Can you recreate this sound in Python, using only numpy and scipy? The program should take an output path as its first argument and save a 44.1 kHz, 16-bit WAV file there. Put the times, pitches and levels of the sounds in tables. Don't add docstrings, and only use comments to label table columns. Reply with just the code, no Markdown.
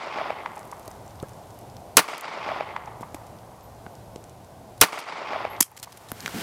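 import sys
import numpy as np
from scipy import signal
from scipy.fft import rfft, irfft, next_fast_len
from scipy.io import wavfile
from scipy.ndimage import uniform_filter1d, map_coordinates

SR = 44100
rng = np.random.default_rng(int(sys.argv[2]) if len(sys.argv) > 2 else 0)


def to_wav(sig):
    pcm = np.clip(np.atleast_2d(sig), -1, 1) * 32767
    pcm = np.round(pcm).astype(np.int16)
    wavfile.write(sys.argv[1], SR, pcm.T)


def amplitude_ratio(level_db):
    exponent = np.asarray(level_db, float) / 20
    return 10 ** exponent


N = 283298

# bang t/s, dip/dB, hold/s, recovery/(dB/s)
GAIN_DIPS = [
    (-.335, -10, 0.24, 36),
    (1.97, -8, 0.29, 36),
    (4.813, -10.5, 0.294, 41),
    (5.612, -10, 0.054, 24.5),
]
# t/s, rate/(grains/s)
GRAIN_RATE = [(0, 14.4), (.5, 45), (.7, 78), (1.1, 46), (1.9, 31), (4.7, 16.7), (5.65, 25), (5.75, 137),
              (6.42, 110)]


def unit(x):
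    return x / np.sqrt(np.mean(x ** 2) + 1e-20)


def noise(n=N):
    return rng.standard_normal(n)


def curves(rows, start_s=0):
    s, *columns = np.transpose(rows)
    return [np.interp(np.arange(N) / SR + start_s, s, c, left=-120) for c in columns]


def coloured(x, spectrum, band_hz=(0, 30000)):
    m = next_fast_len(len(x) + 8192)
    hz = np.fft.rfftfreq(m, 1 / SR) + 1
    f, db = np.transpose(spectrum)
    shape = amplitude_ratio(np.interp(np.log(hz), np.log(f), db))
    edges = 1 / np.sqrt((1 + (band_hz[0] / hz) ** 12) * (1 + (hz / band_hz[1]) ** 12))
    return unit(irfft(rfft(x, m) * shape * edges, m)[:len(x)])


def wobble(rate_hz):
    knots = noise(int(N * rate_hz / SR) + 4)
    return map_coordinates(knots, [np.arange(N) * rate_hz / SR])


def swell(centre_s, width_s):
    return np.exp(-.5 * ((np.arange(N) / SR - centre_s) / width_s) ** 2)


def add(track, s, sound):
    k = round(s * SR)
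    part = track[max(k, 0):][:max(len(sound) + min(k, 0), 0)]
    part += sound[max(-k, 0):][:len(part)]


def filtered(x, order, hz, kind="lowpass"):
    return signal.sosfilt(signal.butter(order, hz, kind, fs=SR, output="sos"), x)


def puff(hz, width_ratio, t60_s, attack_s, push=0.85):
    t = np.arange(SR // 10) / SR
    burst = noise(len(t)) * amplitude_ratio(-60 * t / t60_s) * (1 - np.exp(-t / attack_s))
    burst[round(attack_s * SR)] = -push * np.sqrt(t60_s * SR / 14)
    burst = filtered(burst, 2, [hz / width_ratio, hz * width_ratio], "bandpass")
    return burst / np.abs(burst).max()


def thump(hz, t60_s, rise_s, bend=1):
    t = np.arange(SR // 10) / SR
    envelope = amplitude_ratio(-60 * (t / t60_s) ** bend) * (1 - np.exp(-t / rise_s))
    return envelope * np.sin(2 * np.pi * hz * t)


def ducking(rows):
    settle_db, settle_s = -5, 1.2
    t = np.arange(N) / SR
    dips_db = []
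    for s, db, hold_s, db_per_s in rows:
        climb_db = np.clip(db + db_per_s * (t - s - hold_s), db, 0)
        settling_db = settle_db * np.clip(1 - (t - s) / settle_s, 0, 1)
        dips_db.append(np.where(t > s, climb_db + settling_db, 0))
    return amplitude_ratio(uniform_filter1d(np.min(dips_db, 0), size=400, origin=199))


def ground_boom():
    # f/Hz, level/dB
    boom_spectrum = [(30, -59.5), (70, -23), (130, -9), (330, -6), (800, -1.5), (1250, -2), (1420, 0.5),
                     (1600, -3), (2600, -7), (3900, -10), (8000, -23.5), (15700, -22.5)]
    bounce_s, bounce_db = .0066, -5
    dull_s, dull_hz, dull_db = 0.042, 1500, 2.5
    boom = coloured(noise(round(.11 * SR)), boom_spectrum)
    boom = unit(boom + amplitude_ratio(bounce_db) * np.roll(boom, round(bounce_s * SR)))
    dull = amplitude_ratio(dull_db) * filtered(boom, 1, dull_hz)
    late = .5 + .5 * np.tanh((np.arange(len(boom)) / SR - dull_s) / .004)
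    return (1 - late) * boom + late * dull


def blast(boom):
    # t after firing/s, ceiling/dB, overdrive/dB
    overload = [(0, -25, 5.5), (.0005, -2, 13.5), (.002, -5.5, 2.5), (.0026, 6.5, 11.5), (.0042, 0.5, 17.5),
                (.0055, -8, 2), (.016, -7.5, 0.5), (.019, -13, -5.5), (.023, -8, -1.5), (.045, -25.5, -6)]
    # f/Hz, level/dB
    crack_spectrum = [(300, -40), (1500, -18.5), (3600, -6.5), (5800, 2), (7000, -3), (10700, 2),
                      (13100, -11), (15700, -3)]
    fall_db_per_s = 330.5
    crack_s, crack_share = 0.0037, 0.84
    sizzle_s, sizzle_share = 0.048, .18
    n = len(boom)
    t = np.arange(n) / SR
    ceiling_db, drive_db = [c[:n] for c in curves(overload)]
    ceiling_db = ceiling_db - fall_db_per_s * np.clip(t - overload[-1][0], 0, None)
    bright = crack_share / (1 + (t / crack_s) ** 8) + sizzle_share * np.exp(-t / sizzle_s) + 0.056
    bright = np.clip(bright, 0, 1)
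    crack = coloured(noise(n), crack_spectrum)
    raw = amplitude_ratio(drive_db) * (np.sqrt(bright) * crack + np.sqrt(1 - bright) * boom)
    squared = raw / (1 + np.abs(raw) ** 4) ** (1 / 4)
    fade = np.clip((n - np.arange(n)) / 400, 0, 1) * np.clip(np.arange(n) / 20, 0, 1)
    return fade * amplitude_ratio(ceiling_db) * squared


def far(x):
    air_db_per_s, air_power, near_s = 0.6526, 2.04, 0.2
    shadow_s, shadow_edge_s, shadow_hz, shadow_db = 0.89, 0.19, 1560, 14.5
    patch_db = 1.54
    hz, t, z = signal.stft(x, SR, nperseg=256)
    air_db = air_db_per_s * np.outer((hz / 1000) ** air_power, t - near_s)
    shaded_hz = 1 / (1 + (shadow_hz / (hz + 1)) ** 6)
    behind_ridge = .5 + .5 * np.tanh((t - shadow_s) / shadow_edge_s)
    shade_db = shadow_db * np.outer(shaded_hz, behind_ridge)
    patches = uniform_filter1d(noise(z.shape), size=5, axis=0)
    patches = unit(uniform_filter1d(patches, size=4, axis=1))
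    return signal.istft(z * amplitude_ratio(patch_db * patches - air_db - shade_db), SR, nperseg=256)[1][:len(x)]


def rock_slap(hz, bright_db, t60_s):
    rise_s = 0.00126
    # f/Hz, level/dB
    bright_bands = [(2080, -0.5), (3250, -12), (4400, -19)]
    bright = 0
    for band_hz, band_db in bright_bands:
        bright = bright + amplitude_ratio(band_db) * puff(band_hz, 1.186, 0.81 * t60_s, .0015, push=0.51)
    low = thump(hz, 0.55 * t60_s, rise_s, bend=1.93)
    low = low + amplitude_ratio(-9.5) * thump(1.55 * hz, 0.4 * t60_s, rise_s, bend=1.76)
    return low / np.abs(low).max() + amplitude_ratio(bright_db) * bright


def land():
    second_shot_s = 1.9686
    # t/s, level/dB
    slopes = [(2.0, -33), (2.05, -40), (2.077, -43.5), (2.081, -34.5), (2.11, -34.5), (2.155, -33),
              (2.17, -38.5), (2.22, -39), (2.26, -35.5), (2.33, -35.5), (2.4, -34), (2.5, -31), (2.6, -33),
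              (2.66, -35.5), (2.8, -40)]
    # f/Hz, level/dB
    near_spectrum = [(80, -23), (250, -9.5), (520, -4), (880, 2), (1250, -1), (1650, -9.5), (2250, -5),
                     (2850, -12.5), (3450, -13), (4050, -17.5), (4700, -14.5), (6300, -22.5), (9000, -27),
                     (16000, -48)]
    # f/Hz, level/dB
    far_spectrum = [(80, -21), (250, -10.5), (520, -4), (880, 1.5), (1200, -0.5), (1550, -8.5), (2080, -1),
                    (2650, -11), (3200, -7), (3800, -15), (4400, -11.5), (5200, -18.5), (9000, -30.5),
                    (16000, -49)]
    # t/s, peak/dB, f/Hz, bright part/dB, t60/s
    rocks = [(2.041, -28, 1091, -19, 0.034), (2.079, -40, 1006, -10.5, 0.021),
             (2.131, -24.5, 713, -2, 0.027), (2.2425, -26, 843, 3.5, 0.023), (2.277, -36, 900, -7, 0.011),
             (2.4285, -33, 820, 7, 0.024), (2.312, -28.5, 884, -16, 0.043), (2.473, -38, 980, 2, 0.024),
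             (2.4875, -19, 612, -4, 0.031), (2.502, -32, 820, -16.5, .02), (2.516, -16, 681, -20, 0.031),
             (2.554, -30, 1030, -10, 0.022), (2.561, -22.5, 760, -22, 0.015), (2.599, -30, 820, -7, 0.074),
             (2.6072, -14, 665, -9, 0.014), (2.689, -34, 690, 3, .02), (2.7627, -17, 967, -4.5, 0.017),
             (2.836, -31, 930, -16.5, 0.013), (2.8735, -29.5, 830, -7, 0.057), (2.95, -40, 660, -11, 0.041),
             (3.029, -24, 906, -22, 0.012), (3.0326, -26.5, 1070, -11, 0.017)]
    fall_db_per_s = 14.5
    turn_s, turn_width_s = 0.7, 0.11
    t = np.arange(N) / SR
    clumps = amplitude_ratio(0.6 * wobble(50.04) + 1.3 * wobble(200) + 1.8 * wobble(900)) * noise()
    turn = .5 + .5 * np.tanh((t - turn_s) / turn_width_s)
    near_wash = coloured(clumps, near_spectrum, band_hz=(70, 30000))
    far_wash = coloured(clumps, far_spectrum, band_hz=(70, 30000))
    wash = (1 - turn) * near_wash + turn * far_wash
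    late_s = np.clip(t + second_shot_s - slopes[-1][0], 0, None)
    answer = amplitude_ratio(curves(slopes, second_shot_s)[0] - fall_db_per_s * late_s) * far(wash)
    for s, db, hz, bright_db, t60_s in rocks:
        add(answer, s - second_shot_s, amplitude_ratio(db - 1.5) * rock_slap(hz, bright_db, t60_s))
    return answer[:3 * SR]


def shots():
    shot_times = [
        -.3351,
        1.9686,
        4.8118,
    ]
    boom, answer = ground_boom(), land()
    bangs, echoes = np.zeros(N), np.zeros(N)
    for s in shot_times:
        add(bangs, s, blast(boom))
        add(echoes, s, answer)
    bangs = filtered(bangs, 2, 180, "highpass")
    return bangs + echoes * ducking(GAIN_DIPS[-1:])


def dropped_pistol():
    # t/s, peak/dB, thud/dB, t60/s, ring/dB
    hits = [
        (5.6056, -2.5, -23.5, 0.014, -37),
        (5.605, -13, -23.5, 0.019, -36),
        (5.6083, 4, -25.5, 0.012, -44),
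        (5.62, -24, -33, .02, -30),
        (5.6222, -13, -41, 0.02, -21),
        (5.6271, -11.5, -40, 0.017, -16.5),
    ]
    # f/Hz, level/dB, t60/s
    steel = [(3219, -2, 0.044), (3240, -11, 0.02), (5250, -1, 0.029), (8640, -20.5, 0.039),
             (10500, -8.5, 0.033)]
    # f/Hz, level/dB
    gravel_spectrum = [(590, -40), (1000, -9.5), (1800, -2.5), (3020, -0.5), (3670, -7.5), (5310, 3.5),
                       (12700, 4.5), (15700, -12)]
    out, t = np.zeros(N), np.arange(SR // 5) / SR
    for s, db, thud_db, t60_s, ring_db in hits:
        grains = noise(len(t))
        crunch = coloured(grains * np.sqrt(np.abs(grains)), gravel_spectrum)
        crunch = crunch * (amplitude_ratio(-60 * t / t60_s) + amplitude_ratio(-30.0 - 60 * t / 0.158))
        ring = np.zeros(len(t))
        for hz, level_db, life_s in steel:
            ring += amplitude_ratio(level_db + rng.normal(0, 1.5) - 60 * t / life_s) * np.sin(2 * np.pi * hz * t)
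        add(out, s, amplitude_ratio(db) * (amplitude_ratio(-6.0) * crunch + amplitude_ratio(ring_db) * ring))
        add(out, s, amplitude_ratio(db + thud_db) * puff(220, 1.5, 0.0064, 0.001))
    return out


def click(db, hz, body_db):
    tick = .6 * puff(hz, 1.35, .011, .0003, push=.7) + .38 * puff(8500, 1.8, .004, .0001)
    body = amplitude_ratio(body_db - 2.5) * puff(3300, 1.8, 0.0094, .0001)
    return amplitude_ratio(db + 1.5) * (tick + body)


def pebbles():
    # t/s, peak/dB, f/Hz, body/dB
    stones = [(5.5648, -38, 3500, 0), (5.587, -42, 9000, -17), (5.708, -46, 11000, -19.5),
              (5.7255, -50, 5000, -10), (5.821, -42, 11000, -20), (6.015, -45, 7800, -15),
              (6.027, -45.5, 12500, -20), (6.103, -41, 10000, -15), (6.346, -31.5, 12000, -19),
              (5.7157, -36, 11400, -21), (5.7755, -33, 7000, 1), (5.7913, -37, 5180, -18),
              (5.7986, -27.5, 6730, -16), (5.8277, -27.5, 9680, -23), (5.8584, -41.5, 4520, -14),
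              (5.8825, -47, 4800, -13), (5.8984, -47, 4770, -11), (5.9217, -34, 4720, -16),
              (5.9275, -37, 5530, -7.5), (5.9745, -30.5, 10600, -17.5), (6.0194, -43, 4630, -15),
              (6.0472, -43, 5840, -12), (6.0871, -35.5, 9040, 1.5), (6.1172, -16.5, 11700, -11),
              (6.205, -23, 5430, -9), (6.2605, -18.5, 6040, 2.5), (6.2783, -27.5, 6000, 6),
              (6.2941, -31.5, 11900, -8)]
    out = np.zeros(N)
    for s, db, hz, body_db in stones:
        add(out, s, click(db, hz, body_db))
    return out


def handling():
    # t/s, peak/dB, f/Hz
    hand_ticks = [(0.556, -37, 6810), (0.5623, -32, 9120), (0.5786, -35, 6600), (0.593, -28.5, 9460),
                  (0.63, -38, 5240), (0.6527, -35, 10800), (0.7151, -27, 7900), (0.857, -33.5, 9000),
                  (0.8777, -25, 10000), (0.8787, -30, 5750), (0.9138, -32.5, 7000), (.6739, -39, 9000),
                  (.7806, -41, 10500), (.796, -36, 10000), (.83, -42, 5500), (.905, -36, 12000),
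                  (.953, -41, 10500), (1.0625, -40, 6400), (1.3339, -39, 6680), (1.5055, -39, 5900),
                  (1.5429, -41, 11100), (1.699, -39.5, 5260), (1.0788, -38, 5970), (1.1074, -40, 5070),
                  (1.156, -38, 6760), (1.2, -33, 4250), (1.2267, -31, 8000), (1.285, -31.5, 11700),
                  (1.293, -34, 6780), (1.589, -32, 9950), (1.612, -40, 6060), (1.7672, -32, 5170),
                  (2.1796, -25.5, 9000), (2.1815, -31.5, 10500), (2.2096, -23.5, 9500), (2.562, -43, 7500),
                  (3.2681, -41.5, 6590), (3.609, -42, 5600), (2.8586, -38, 5140), (3.009, -33.5, 8640),
                  (3.145, -28.5, 8000), (3.387, -41.5, 3690), (3.9527, -36.5, 6510), (4.1592, -31, 5230),
                  (4.2406, -32, 7160), (4.2954, -36.5, 6730), (4.4458, -42, 6020), (4.9891, -28, 3510)]
    # t/s, level/dB, f/Hz, t60/s, push 1 or pull -1
    knocks = [(.8779, -26.5, 890, 0.0047, 1), (0.8805, -26, 450, 0.0066, 1), (1.2286, -21, 322, 0.015, -1),
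              (1.228, -31, 144, .06, -1), (1.2342, -23, 504, 0.016, -1), (3.0094, -19.5, 515, 0.0034, -1),
              (3.0093, -30, 200, 0.025, 1), (3.1454, -22.5, 644, 0.0077, 1), (3.1477, -24.5, 293, 0.016, 1),
              (3.8648, -19.5, 900, 0.0025, 1), (3.8676, -25.5, 280, 0.01, -1),
              (4.1606, -22.5, 437, 0.0085, 1), (4.814, -25, 110, 0.066, 1), (6.1179, -14, 1170, 0.0023, 1),
              (6.1192, -27.5, 240, 0.031, 1), (6.2608, -12, 2000, 0.0037, -1), (6.2635, -27, 2300, .01, 1),
              (6.2787, -19.5, 1500, 0.0095, -1), (6.279, -33, 260, 0.013, 1), (6.2955, -35, 1000, .015, 1),
              (6.3465, -26.5, 224, 0.061, 1), (1.2295, -41, 1300, .05, 1), (1.242, -46, 1630, 0.055, 1),
              (3.8662, -34.5, 1500, 0.011, 1), (6.2606, -21, 3680, 0.0038, -1),
              (4.16, -34, 2940, 0.0023, 1), (3.1459, -29.5, 2210, .004, 1)]
    body_db, body_db_per_octave = -7.5, -5
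    out = np.zeros(N)
    for s, db, hz in hand_ticks:
        add(out, s, click(db, hz, body_db + body_db_per_octave * np.log2(hz / 6000)))
    for s, db, hz, t60_s, way in knocks:
        add(out, s, amplitude_ratio(db + 1.5) * way * thump(hz, t60_s, .00005))
    return out


def scrapes():
    # t/s, length/s, rms/dB, centre f/Hz
    scrape_rows = [(1.962, 0.0055, -52.5, 10000), (3.012, .014, -50.5, 6000), (3.144, 0.0067, -41, 4500),
                   (3.152, 0.015, -54, 5000), (3.263, .016, -57, 6000), (4.777, 0.0062, -50.5, 3500),
                   (4.803, .008, -44.5, 6000), (4.984, .025, -43, 5020), (5.765, 0.0062, -46.5, 6000),
                   (5.772, 0.0095, -42, 8000), (5.784, 0.026, -53.5, 6000), (5.829, 0.005, -30.5, 7000),
                   (5.834, .014, -37.5, 7000), (5.922, 0.0079, -46.5, 5500), (5.971, .009, -45.5, 9000),
                   (6.089, 0.023, -48, 5000)]
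    out = np.zeros(N)
    for s, length_s, db, hz in scrape_rows:
        u = np.arange(round(length_s * SR)) / (length_s * SR)
        spectrum = [(300, -30), (0.051 * hz, -6), (hz, 0), (13000, -4), (16000, -12)]
        spikes = coloured(noise(len(u)) ** 3, spectrum)
        add(out, s, amplitude_ratio(db) * np.sqrt(np.sin(np.pi * u ** 0.7)) * spikes)
    return out


def loose_grains():
    grain_db, db_per_doubling = -47.5, 2.5
    out, t = np.zeros(N), np.arange(200) / SR
    rate, = curves(GRAIN_RATE)
    size = amplitude_ratio(grain_db + db_per_doubling * np.log2(rate / 30)) * ducking(GAIN_DIPS[-1:])
    draw = rng.random((600, 3))
    passed = np.cumsum(rate) / SR
    due = np.cumsum(-np.log(1 - draw[:, 0]))
    starts = np.searchsorted(passed, due[due < passed[-1]])
    for k, (_, pitch, luck) in zip(starts, draw):
        hz = 5500 * 2.4 ** pitch
        ping = np.exp(-t * hz / 1.2) * np.sin(2 * np.pi * hz * t)
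        add(out, k / SR, size[k] * amplitude_ratio(-3 * np.log(1 - .93 * luck)) * ping)
    return out


def brass():
    # t/s, f/Hz, level/dB, t60/s
    pings = [(3.15, 11970, -63, .3), (3.63, 12100, -57, .35), (3.9, 12150, -66, .3),
             (5.5, 11700, -48, 0.33), (6.118, 11860, -54, .3), (6.208, 11700, -48, 0.2),
             (2.01, 12360, -56, .25), (6.265, 11850, -52, .3)]
    out, t = np.zeros(N), np.arange(SR // 3) / SR
    for s, hz, db, t60_s in pings:
        drift = .04 * np.cumsum(noise(len(t)))
        add(out, s, amplitude_ratio(db - 60 * t / t60_s) * np.sin(2 * np.pi * hz * t + drift))
    return out * amplitude_ratio(1.8 * wobble(60))


def rustle():
    # t/s, cloth/dB
    cloth_level = [(5.7, -63), (5.9, -55.5), (6.1, -55.5), (6.2, -45), (6.3, -41.5), (6.42, -32.5)]
    # f/Hz, level/dB
    cloth_spectrum = [(240, -38), (400, -2), (578, -11.5), (654, -3), (1080, -9.5), (1340, -5.5),
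                      (8350, -17.5), (15700, -20)]
    bump_spectrum = [(60, -35), (200, -5.0), (500, -20.0), (900, -59.5)]
    bump_rel_db, jolt_s, jolt_db, jolt_width_s = -8.5, 6.357, 10, 0.0147
    cloth_db, = curves(cloth_level)
    bump_db = cloth_db + bump_rel_db + jolt_db * swell(jolt_s, jolt_width_s)
    cloth = coloured(amplitude_ratio(1.3 * wobble(300)) * noise(), cloth_spectrum)
    bump = coloured(amplitude_ratio(3.5 * wobble(40)) * noise(), bump_spectrum)
    return amplitude_ratio(cloth_db - 0.5) * cloth + amplitude_ratio(bump_db + 1.5) * bump


def far_road():
    # f/Hz, level/dB
    road_spectrum = [(88, -33.5), (150, -2.5), (199, -3.5), (258, -7.5), (358, -8), (504, -6.5), (709, -2),
                     (1060, -10), (1350, -20), (2500, -32), (3250, -48.5), (5500, -120)]
    road_db, pass_s, pass_db, pass_width_s = -48, 1.95, 2.5, 0.71
    tyre_hz, tyre_db, tyre_s, tyre_swell_db, tyre_width_s = 940, -59.5, 1.0, 1.5, 1.3
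    drone_db = road_db + pass_db * swell(pass_s, pass_width_s) + 0.68 * wobble(6) + .8 * wobble(25)
    whoosh_db = tyre_db + tyre_swell_db * swell(tyre_s, tyre_width_s) + .8 * wobble(5.4)
    drone = amplitude_ratio(drone_db) * coloured(noise(), road_spectrum, band_hz=(0, tyre_hz))
    whoosh = amplitude_ratio(whoosh_db) * coloured(noise(), road_spectrum, band_hz=(tyre_hz, 30000))
    return drone + whoosh


def breeze():
    # t/s, level/dB
    gusts = [(0, -52.5), (.6, -52), (1.2, -48), (2.4, -53), (2.65, -46.5), (3.1, -48.5), (3.7, -51),
             (5.5, -49), (5.8, -43.5), (6.05, -51), (6.42, -52)]
    # f/Hz, level/dB
    breeze_spectrum = [(12, -44.5), (20, -12.5), (64, -8), (103, -2.5), (119, -1), (160, -18), (210, -43.5),
                       (350, -120)]
    breeze_db = curves(gusts)[0] + .8 * wobble(16) + 0.78 * wobble(4.8)
    return amplitude_ratio(breeze_db) * coloured(noise(), breeze_spectrum)


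def input_hiss():
    # f/Hz, level/dB
    hiss_spectrum = [(880, -24.5), (1500, 4.5), (1690, -4), (2090, -2.5), (2380, -3), (11700, -7.5),
                     (15700, -11.5)]
    base_db, rub_db_per_doubling = -58, 1.2
    hiss_db = base_db + rub_db_per_doubling * np.log2(curves(GRAIN_RATE)[0] / 30)
    return amplitude_ratio(hiss_db + 0.36 * wobble(3.0)) * coloured(noise(), hiss_spectrum)


def background():
    gain = ducking(GAIN_DIPS)
    return (far_road() + input_hiss()) * gain + breeze() * gain ** 1.3


def scene():
    pistol = shots() + dropped_pistol()
    small = pebbles() + handling() + scrapes() + loose_grains() + brass() + rustle()
    return (pistol + small + background())[None]


def band_limit(x):
    return signal.sosfilt(signal.butter(12, 15820, fs=SR, output="sos"), x)


def record(dry):
    smooth = filtered(dry, 2, 45, "highpass")
    smooth = filtered(smooth, 4, 15300)
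    return band_limit(np.clip(smooth, -1, 1))


dry = scene()
out = record(dry)
to_wav(out)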